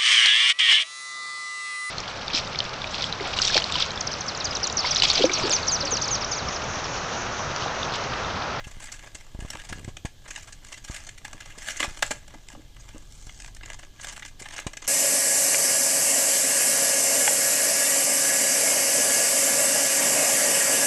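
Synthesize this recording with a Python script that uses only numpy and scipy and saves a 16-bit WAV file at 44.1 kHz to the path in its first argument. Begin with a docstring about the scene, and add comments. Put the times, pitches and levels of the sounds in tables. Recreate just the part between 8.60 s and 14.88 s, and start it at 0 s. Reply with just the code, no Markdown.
"""A fingertip rustles on a cardboard flap over rumble and hiss, with short crackles throughout, very near
a small microphone in a quiet room. Fingers and nails pick and press: fibres let go in swarms of tiny
breaks that ring the modes of the hollow box, and skin sticks and slips in smaller random bursts.
Slips of the hand send low pushes of pressure into the microphone; later the finger pad taps dully.
Faint sparse echoes give the room; a low drone comes and goes, and a thin steady whine lies above."""
import sys
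import numpy as np
from scipy import signal
from scipy.fft import rfft, irfft
from scipy.io import wavfile
from scipy.ndimage import uniform_filter1d

SR = 44100
rng = np.random.default_rng(int(sys.argv[2]) if len(sys.argv) > 2 else 0)


def materialize(psi):
    """Save the field psi as 16-bit PCM at rate SR to the path in sys.argv[1].

    A 1-D psi becomes a single channel; in a 2-D psi each row is a channel.
    """
    bounded = np.clip(np.atleast_2d(psi).T, -1, 1)
    quanta = np.round(bounded * 32767).astype(np.int16)
    wavfile.write(sys.argv[1], SR, quanta)


def ratio_of_db(decibels):
    """Turn decibels (scalar or array-like) into linear amplitude factors; 0 dB maps to 1."""
    return 10 ** (np.asarray(decibels, float) / 20)


N = 276815  # samples, about 6.3 s

# low rumble of handling: t/s, level/dB rms
RUMBLE_LEVEL = [(0, -45.5), (.6, -48.5), (1.05, -45.5), (1.2, -36.5), (1.5, -48.5), (2.7, -45.5),
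                (5.5, -45), (6.28, -50.5)]
# spectrum of the rumble: f/Hz, relative density/dB per Hz
RUMBLE_COLOUR = [(8, -21), (14, 8), (26, 5), (50, -12), (120, -9.5), (170, -23.5), (400, -32.5),
                 (1000, -100)]
# low drone that comes and goes: t/s, level/dB rms
DRONE_LEVEL = [(3.7, -66), (4.1, -53), (5.2, -53), (5.4, -66)]
# spectrum of the hiss: f/Hz, relative density/dB per Hz
HISS_COLOUR = [(88, 9), (150, 1.5), (388, -4.5), (844, -10), (1420, -61), (1630, -7), (1870, -28),
               (3160, -6), (4750, -12), (7130, -14.5), (9730, -24.5), (14300, -22), (15500, -32)]
# thin steady tone of the electronics: f/Hz, level/dB rms
WHINE = [(14425, -85)]
# strokes of the fingertip on the card: t of firmest press/s, drive of mid modes/dB,
# pressing time/s, easing time/s, high modes above mid/dB
STROKES = [(0.0, -49, .05, 0.056, -9), (.15, -55, 0.17, 0.69, -0.5), (.44, -54, 0.58, 0.037, -5),
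           (0.588, -56, 0.049, .2, -1.5), (.94, -50, 0.35, 0.21, -4), (1.15, -51.5, .2, 0.18, -1),
           (1.75, -51, 0.14, 0.27, -1), (2.13, -49.5, 0.17, 0.15, -0.5), (2.35, -46, 0.19, 0.26, 0.5),
           (2.67, -56, 0.1, .5, 1), (2.9, -51.5, 0.37, 0.24, -10.5), (3.03, -44.5, 0.16, 0.98, 1.5),
           (3.23, -32.5, 0.13, 0.12, -8), (3.46, -45.5, .04, 0.1, 8), (3.53, -49, 0.1, 0.13, -5),
           (3.72, -58, 0.13, 0.073, -12), (3.92, -56.5, 0.078, 0.17, -2), (4.3, -57, 0.17, 0.21, -1.5),
           (4.75, -62, 0.37, 0.11, 11.5), (4.84, -60.5, 0.26, 0.083, 5.5), (5.09, -47.5, 0.093, 0.063, -5),
           (5.23, -55.5, 0.059, 0.046, 1), (5.47, -46.5, 0.16, 0.21, -1.5), (5.83, -51, 0.054, .2, -1),
           (5.96, -43, 0.14, 0.21, -11), (6.28, -55, 0.13, .1, -11)]
# fibres letting go: t/s, drive of mid modes/dB, low modes above mid/dB, high modes above mid/dB,
# nominal length/ms
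CRACKLES = [(0.039, -43.5, -17, -6, 15.4), (0.068, -48.5, -2, 2, 20.4), (0.198, -45.5, -5, 1, 11.5),
            (0.218, -42, -8.5, -4, 21), (0.239, -47, -8, 6, 7), (0.254, -45, -16, 2.5, 10.4),
            (0.269, -44, -24, -2, 8.7), (0.281, -41.5, -9, -15, 15), (0.317, -44.5, -5, 10.5, 12),
            (0.336, -44, -12, -1.5, 17), (0.391, -43.5, -13, -5, 7.5), (0.433, -44, 1, -8.5, 8.2),
            (0.459, -47, -2, -3, 6), (0.468, -45.5, -3.5, -1.5, 12), (0.547, -38.5, -11, 1, 12.2),
            (0.8, -43, -3, -2, 11.3), (0.847, -50, 6, -6, 7.9), (0.902, -39, -5, 8, 6),
            (0.874, -58, 0, -10, 3.9), (0.931, -37, -2, -6, 9), (0.95, -33.5, -1.5, -7, 6.5),
            (0.991, -41.5, -10, -6.5, 16), (1.015, -45, -14, -1, 6.4), (1.044, -45, -7, 0, 12),
            (1.088, -41, -4.5, 1, 17), (1.125, -34, -2.5, -5, 7.8), (1.244, -41, -22, 3, 5.5),
            (1.278, -47, -5.5, -3.5, 21.5), (1.367, -32, -11, -7.5, 5.5), (1.45, -38, -5, 0, 14),
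            (1.654, -46.5, -1, -14, 13), (1.677, -44, -2.5, 2.5, 12.6), (1.704, -37.5, -10, -1.5, 12.7),
            (1.759, -32, -17, -5, 6.2), (1.773, -46, -2, 2, 11), (1.826, -46, -25, -0.5, 9.3),
            (1.871, -45.5, -7, -1, 19), (1.923, -41, -17, 1.5, 9.3), (2.046, -46.5, -27, 6, 5.3),
            (2.084, -53, -12, 6, 5), (2.123, -38, -9, 0.5, 9.3), (2.14, -41, -21, -7, 8.1),
            (2.175, -51.5, -21, 1, 12), (2.24, -44.5, -13, 3, 16), (2.278, -40.5, -11, -3, 14),
            (2.308, -45.5, -6, 3.5, 13), (2.339, -40.5, -14, -5, 15), (2.361, -34.5, -18, -1.5, 10),
            (2.445, -52, -12, 1.5, 7.2), (2.467, -48.5, -0.5, 7, 8), (2.489, -35, -33, -4.5, 6.4),
            (2.577, -41.5, -25, -3.5, 10.7), (2.646, -37, -6.5, -4.5, 11.4), (2.679, -45.5, -3, 6, 4),
            (2.729, -36.5, -7.5, -2, 5.8), (2.803, -42, -29, -2.5, 9.1), (2.855, -44.5, 0.5, 1, 7.6),
            (2.9, -45, -25, -6, 10.6), (2.978, -43, -11, 3, 12.6), (3.019, -46, -21, -2, 17),
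            (3.065, -46.5, -9, 6, 24), (3.082, -26.5, -11.5, -7, 8.3), (3.099, -37, -30, 3, 24),
            (3.167, -43.5, -21, 8.5, 15), (3.2, -22.5, -3.5, -1.5, 8.4), (3.227, -17.5, -5, -12.5, 5.8),
            (3.238, -31, 2, -2.5, 14.7), (3.328, -53, -13, -9, 4.5), (3.372, -42, 1, 3, 2.67),
            (3.423, -16.5, -5.5, -3.5, 8.4), (3.507, -24, -8.5, -2.5, 11.6), (3.677, -53, 0.5, 4.5, 7.9),
            (3.703, -52, -1, -4, 9.6), (3.739, -48.5, 3.5, -3.5, 10.8), (3.884, -41, -17, 0, 4.3),
            (3.9, -52.5, -2, 0, 4.3), (3.948, -49.5, 6, -18, 7.7), (4.145, -58, -6, 1, 4),
            (4.163, -48.5, -1.5, -9, 6.9), (4.195, -66, -3, 15, 25), (4.355, -63, 8.5, -14, 12),
            (4.38, -55, -14, 11.5, 2.3), (4.522, -57, -15, 14, 3.5), (4.691, -38, -8, -10, 6.5),
            (4.799, -41.5, -16, 2.5, 4.3), (4.82, -39.5, -12, 3, 2.4), (4.844, -38, -6, -0.5, 4.3),
            (4.86, -43.5, -14, -1, 4.6), (4.876, -48.5, -4, -1, 9.1), (4.947, -59, -12, 20, 3.4),
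            (4.964, -44.5, -19, -3, 7.1), (5.009, -44.5, -4, -23, 5.2), (5.031, -38.5, -6.5, -8.5, 9.1),
            (5.057, -38.5, -9, -1, 5.3), (5.1, -33, -7, -2, 3), (5.118, -46, -2, -6, 3.8),
            (5.131, -37.5, -10, 2, 4.2), (5.142, -43.5, -5.5, 2, 6.5), (5.189, -45, -2, -0.5, 9.8),
            (5.228, -43.5, -0.5, -15, 9.7), (5.395, -40.5, -4, -9, 6.3), (5.409, -54, -26, 13, 12),
            (5.43, -41, -16, 1, 13), (5.444, -34, -17, -2, 6.8), (5.469, -36, -4, 2.5, 5),
            (5.482, -39.5, -7.5, 5, 13), (5.522, -40, -8, 0, 15), (5.561, -36, -17, -4.5, 11),
            (5.577, -44.5, 6, 9, 2), (5.594, -39, -10, -2, 5.9), (5.622, -36, -16, -11, 12),
            (5.649, -36.5, -6, -2, 4.5), (5.657, -42, -28, 3, 7.9), (5.677, -48.5, -28, 2.5, 14),
            (5.794, -45, -12, 3.5, 15), (5.819, -49.5, 0, 11.5, 6.2), (5.855, -36, -8, -10.5, 8.7),
            (5.885, -40, -8, -1, 4.4), (5.906, -40, -5.5, -3, 7.2), (5.922, -46, -5, 2, 9),
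            (5.934, -41.5, -8, 0, 12), (5.963, -44, -7, 7, 8.6), (5.978, -41.5, -12, 3, 5.4),
            (5.989, -26.5, -7.5, -9, 1.7), (5.996, -43, -8, 6, 11), (6.066, -28.5, -4.5, -1, 8.4),
            (6.131, -37, -8, -4.5, 8), (6.169, -32, -25, -0.5, 6.2), (6.22, -40, -2, -1.5, 10.2),
            (6.24, -42, -6, -3, 14.6), (6.268, -41, -4, 6, 4.2)]
# what the hollow box rings with, in low, mid, high and top groups: f/Hz, width/Hz, relative level/dB
BOX_MODES = [
    [(302, 43, -7.5), (609, 116, -1), (888, 160, 1.5), (1170, 220, 2)],
    [(1676, 118, 0.5), (2062, 131, 0.5), (2455, 182, -5), (2774, 220, 0), (3360, 1140, 0.5),
     (3855, 260, -4)],
    [(4360, 890, -3), (5080, 430, 1.5), (5550, 900, 4), (6440, 670, 5.5), (7320, 480, 2.5),
     (8010, 134, -1.5), (8860, 440, -4)],
    [(10400, 760, -8), (13300, 4000, -13)],
]
# sudden pushes of pressure at the microphone: t/s, depth before the vent/dB, recovery scale/ms
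PUSHES = [(0.0702, -27, 9.7), (0.17, -32.5, 5.5), (0.5485, -36, 4.4), (0.749, -23.5, 6.4),
          (0.7902, -23, 4.1), (0.824, -23.5, 4.8), (0.849, -23.5, 1.6), (0.9488, -31, 0.93),
          (1.101, -33, 2), (1.1137, -29.5, 1.7), (1.1247, -23, 0.86), (1.1582, -32, 0.92),
          (1.1768, -30.5, 1.5), (1.189, -31, 0.94), (1.2021, -34, 1.5), (1.212, -40, 1.2),
          (1.2315, -40, 1.6), (1.249, -30, 1.3), (1.279, -20, 1.2), (1.2873, -26.5, 1.4),
          (1.4497, -16, 1.16), (2.299, -22, 2.7), (2.978, -28.5, 0.46), (3.2797, -24, 11),
          (4.6696, -33.5, 4.2), (5.8155, -24.5, 0.33), (6.0663, -16.5, 0.91)]
# dull taps of the finger pad: t/s, relative strength/dB, quarter of the contact/ms
TAPS = [(2.744, -48, 1.34), (3.207, -43, 1.8), (3.239, -39.5, 1.5), (3.508, -34, 0.76), (3.5126, -35, 0.8),
        (3.738, -48.5, 1.2), (3.753, -47, 1.85), (3.934, -47, 1.85), (3.958, -46.5, 2.7), (3.974, -44, 1.7),
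        (3.994, -47.5, 1.4), (4.345, -41.5, 1.64), (4.359, -46.5, 1.12)]
# dying away of the room's echoes: f/Hz, t60/s
ROOM_DECAY = [(300, 0.28), (1000, 0.16), (3000, 0.2), (8000, 0.21)]

REST_DB = -70  # the fingertip barely touching, between strokes


def evened(x):
    """Scales to rms 1."""
    return x / np.sqrt(np.mean(x ** 2) + 1e-20)


def read(points, hz):
    """Reads a table on a log-frequency axis."""
    f, value = np.transpose(points)
    return np.interp(np.log(hz + 1), np.log(f + 1), value)


def add(mix, s, sound):
    """Mixes a sound in at s seconds, cut off at the end of the mix."""
    part = mix[..., round(s * SR):][..., :sound.shape[-1]]
    part += sound[..., :part.shape[-1]]


def noise(colour):
    """Steady noise of a given spectrum, rms 1."""
    spectrum = rfft(rng.standard_normal(N))
    weight = ratio_of_db(read(colour, np.fft.rfftfreq(N, 1 / SR)))
    return evened(irfft(spectrum * weight, N))


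def grit(per_s, spread_db):
    """Tiny breaks at random moments, a few much larger than the rest; rms 1."""
    size = ratio_of_db(spread_db * np.minimum(rng.exponential(1, N), 4))
    happens = rng.random(N) < per_s / SR
    return evened(size * rng.standard_normal(N) * happens)


def background(hiss_db=-56.5, drone_hz=41):
    """Noise bands make the rumble, the low drone and the hiss; a sine makes the thin whine."""
    t = np.arange(N) / SR
    rumble = ratio_of_db(np.interp(t, *np.transpose(RUMBLE_LEVEL))) * noise(RUMBLE_COLOUR)
    drone_colour = [(drone_hz - 4, -60), (drone_hz, 0), (drone_hz + 4, -60), (80, -120)]
    drone = ratio_of_db(np.interp(t, *np.transpose(DRONE_LEVEL))) * noise(drone_colour)
    hiss = ratio_of_db(hiss_db) * noise(HISS_COLOUR)
    whine = sum(np.sqrt(2) * ratio_of_db(db) * np.sin(2 * np.pi * hz * t) for hz, db in WHINE)
    return rumble + drone + hiss + whine


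def drag(light_low_db=-1.5, damping=0.24):
    """Strokes press up from rest and ease off, damping the low modes; gives mid, low and high dB."""
    t = np.arange(0, N + 256, 128) / SR
    s, db, press_s, ease_s, bright_db = np.transpose(STROKES)[:, :, None]
    away = np.where(t < s, (s - t) / press_s, (t - s) / ease_s)
    over_db = np.maximum((db - REST_DB) * (1 - away), 0)
    firm_db = over_db.max(0)
    mid_db = REST_DB + firm_db
    low_db = light_low_db - damping * firm_db  # damping: dB lost for each dB of pressure
    high_db = (bright_db * over_db).sum(0) / (over_db.sum(0) + 1.0)
    return [np.interp(np.arange(N) / SR, t, curve) for curve in (mid_db, low_db, high_db)]


def rustle(bursts_per_s=240, spread_db=2.5, dying_ms=0.62, steady=2.7):
    """Skin sticks and slips: small random crackles over a steady scrape, following the drag."""
    mid_db, low_db, high_db = drag()
    ms = np.arange(900) * 1000 / SR
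    burst = ms * np.exp(-ms / dying_ms)
    clumps = []
    for _ in range(5):
        slips = abs(grit(bursts_per_s, spread_db))
        clumps.append(evened(signal.oaconvolve(slips, burst)[:N]))
    grip = np.clip((mid_db + 76.5) / 16, .25, 1)  # a light touch glides smoothly, a firm one slips
    # one pattern is shared, and each group of modes also slips alone
    uneven = steady + grip * (clumps[0] + 0.35 * np.array(clumps[1:]) - 1.4)
    level = ratio_of_db(mid_db + np.array([low_db, 0 * mid_db, high_db, high_db / 2]))
    return level * evened(uneven) * grit(per_s=9500, spread_db=1.5)


def faint_crackles(count=90, above_drag_db=5.5, spread_db=1, colour_db=0.5, shortest_ms=3.3, longest_ms=9.7):
    """Rows of small crackles at random moments, as strong and as bright as the drag allows."""
    when, size, low, high, length = rng.random((count, 5)).T
    mid_db, low_db, high_db = (curve[(when * N).astype(int)] for curve in drag())
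    return zip(when * N / SR,
               mid_db + above_drag_db + spread_db * (2 * size - 1),
               low_db + colour_db * (2 * low - 1),
               high_db + colour_db * (2 * high - 1),
               shortest_ms + (longest_ms - shortest_ms) * length)


def crackles(jump=0.39, tick_ms=0.96, swell_share=0.59, dying_share=0.5, snap_slope=0.049):
    """A swarm of breaks that swells for a few ms and thins out; the first breaks are the sharpest."""
    ms, force = np.arange(3000) * 1000 / SR, np.zeros((4, N))
    for s, mid_db, low_db, high_db, length_ms in [*CRACKLES, *faint_crackles()]:
        snap = ratio_of_db(snap_slope * (mid_db - REST_DB))  # strong breaks swell quicker
        swell_ms = swell_share * length_ms / snap
        dying_ms = dying_share * length_ms
        swell = jump + (1 - jump) * np.minimum(ms / max(swell_ms, .5), 1)
        swarm = swell * np.exp(-np.maximum(ms - swell_ms, 0) / max(dying_ms, .5))
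        first = 0.73 * swarm + np.exp(-ms / tick_ms)  # drives the top group
        level = ratio_of_db(mid_db + np.array([[low_db], [0], [high_db], [high_db / 2]]))
        add(force, s, level * [swarm, swarm, swarm, first])
    shared = grit(per_s=12000, spread_db=2.0)
    return force * (shared + 0.26 * rng.standard_normal((4, N)))


def box(drive, wander_db=2.0, wander_ms=25):
    """Each row of the drive rings one group of modes; the moving fingers free and damp single modes."""
    t, out, hop = np.arange(2048) / SR, np.zeros(N), 128
    span = max(round(wander_ms * SR / 1000 / hop), 1)
    for row, group in zip(drive, BOX_MODES):
        rings = []
        for k, (hz, width, db) in enumerate(group):
            strength = (-1) ** k * ratio_of_db(db) * np.sqrt(width)
            rings.append(strength * np.exp(-np.pi * width * t) * np.sin(2 * np.pi * hz * t))
        rings = np.array(rings)
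        rings = rings / np.linalg.norm(rings.sum(0))
        free = evened(uniform_filter1d(rng.standard_normal((len(group), N // hop + 2)), span, 1))
        shares = evened(ratio_of_db(wander_db * free))
        for ring, share in zip(rings, shares):
            wander = np.interp(np.arange(N) / hop, np.arange(len(share)), share)
            out += signal.oaconvolve(row * wander, ring)[:N]
    return out


def pushes(fall_ms=0.59, fall_share=0.076, rebound_hz=28, rebound_width=40, shake=0.08):
    """Pressure drops quickly and creeps back; the microphone vent lets it overshoot and swing."""
    ms, pressure, stir = np.arange(1500) * 1000 / SR, np.zeros(N), np.zeros(N)
    for s, db, back_ms in PUSHES:
        fall = 1 - np.exp(-(ms / (fall_ms + fall_share * back_ms)) ** 2)
        recovery = np.exp(-(ms / (2.6 * back_ms)) ** 2)
        add(pressure, s - .0006, -ratio_of_db(db) * fall * recovery)
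        add(stir, s, ratio_of_db(db) * np.exp(-ms / 9))
    w = 2 * np.pi * rebound_hz
    vent = signal.bilinear([1, 0, 0], [1, 2 * np.pi * rebound_width, w * w], SR)  # a second-order high-pass
    shudder = noise([(100, -35), (350, 5), (1100, -1.0), (3000, -80)])
    return signal.lfilter(*vent, pressure) + shake * stir * shudder


def taps(thud_db=4):
    """The soft pad of a finger strikes the panel: a short contact rings higher than a long one."""
    force, thud, t = np.zeros(N), np.zeros(N), np.arange(2048) / SR
    for s, db, contact_ms in TAPS:
        u = np.arange(0, 1, 1000 / (4 * contact_ms * SR))  # progress through the contact
        chatter = np.sin(np.pi * u) ** 2 * np.sin(4 * np.pi * u)  # it chatters twice
        add(force, s, ratio_of_db(db) * chatter / contact_ms)
        add(thud, s, ratio_of_db(db + thud_db) * np.sin(np.pi * u) ** 14)  # the panel itself jumps once
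    ring = sum(ratio_of_db(db) * np.exp(-np.pi * width * t) * np.cos(2 * np.pi * hz * t)
               for hz, width, db in BOX_MODES[0])
    return signal.oaconvolve(force, ring / np.linalg.norm(ring))[:N] + thud


def room(x):
    """Sparse echoes of random sign, each band dying at its own speed."""
    echoes = np.zeros(SR // 2)
    at = np.arange(200, len(echoes) - 20, 20)
    echoes[at + rng.integers(0, 20, len(at))] = rng.choice([-1., 1.], len(at))
    hz, t, z = signal.stft(echoes, SR, nperseg=256)
    decay = ratio_of_db(-60 * t / read(ROOM_DECAY, hz)[:, None])
    tail = signal.istft(z * decay, SR, nperseg=256)[1]
    return signal.fftconvolve(x, tail / np.linalg.norm(tail))[:N]


def scene(top_db=-30.5, room_db=-11.0):
    """Card sounds close by with their faint echoes, pushes at the microphone, and background."""
    force = (rustle() + crackles()) * ratio_of_db([[0], [0], [0], [top_db]])  # the top group speaks weakly
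    card = box(force) + taps()
    return (card + ratio_of_db(room_db) * room(card) + pushes() + background())[None]


def top_cut(x):
    """Nothing passes above the cut-off."""
    return signal.sosfilt(signal.butter(12, 15820, fs=SR, output="sos"), x)


def record(dry, edge_hz=15200, offset_db=-60):
    """Limits the band of the microphone signal and adds the constant offset of the converter."""
    limited = signal.oaconvolve(dry, signal.firwin(255, edge_hz, fs=SR)[None], "same")
    mix = limited + ratio_of_db(offset_db)
    return top_cut(mix)


dry = scene()
out = record(dry)
materialize(out)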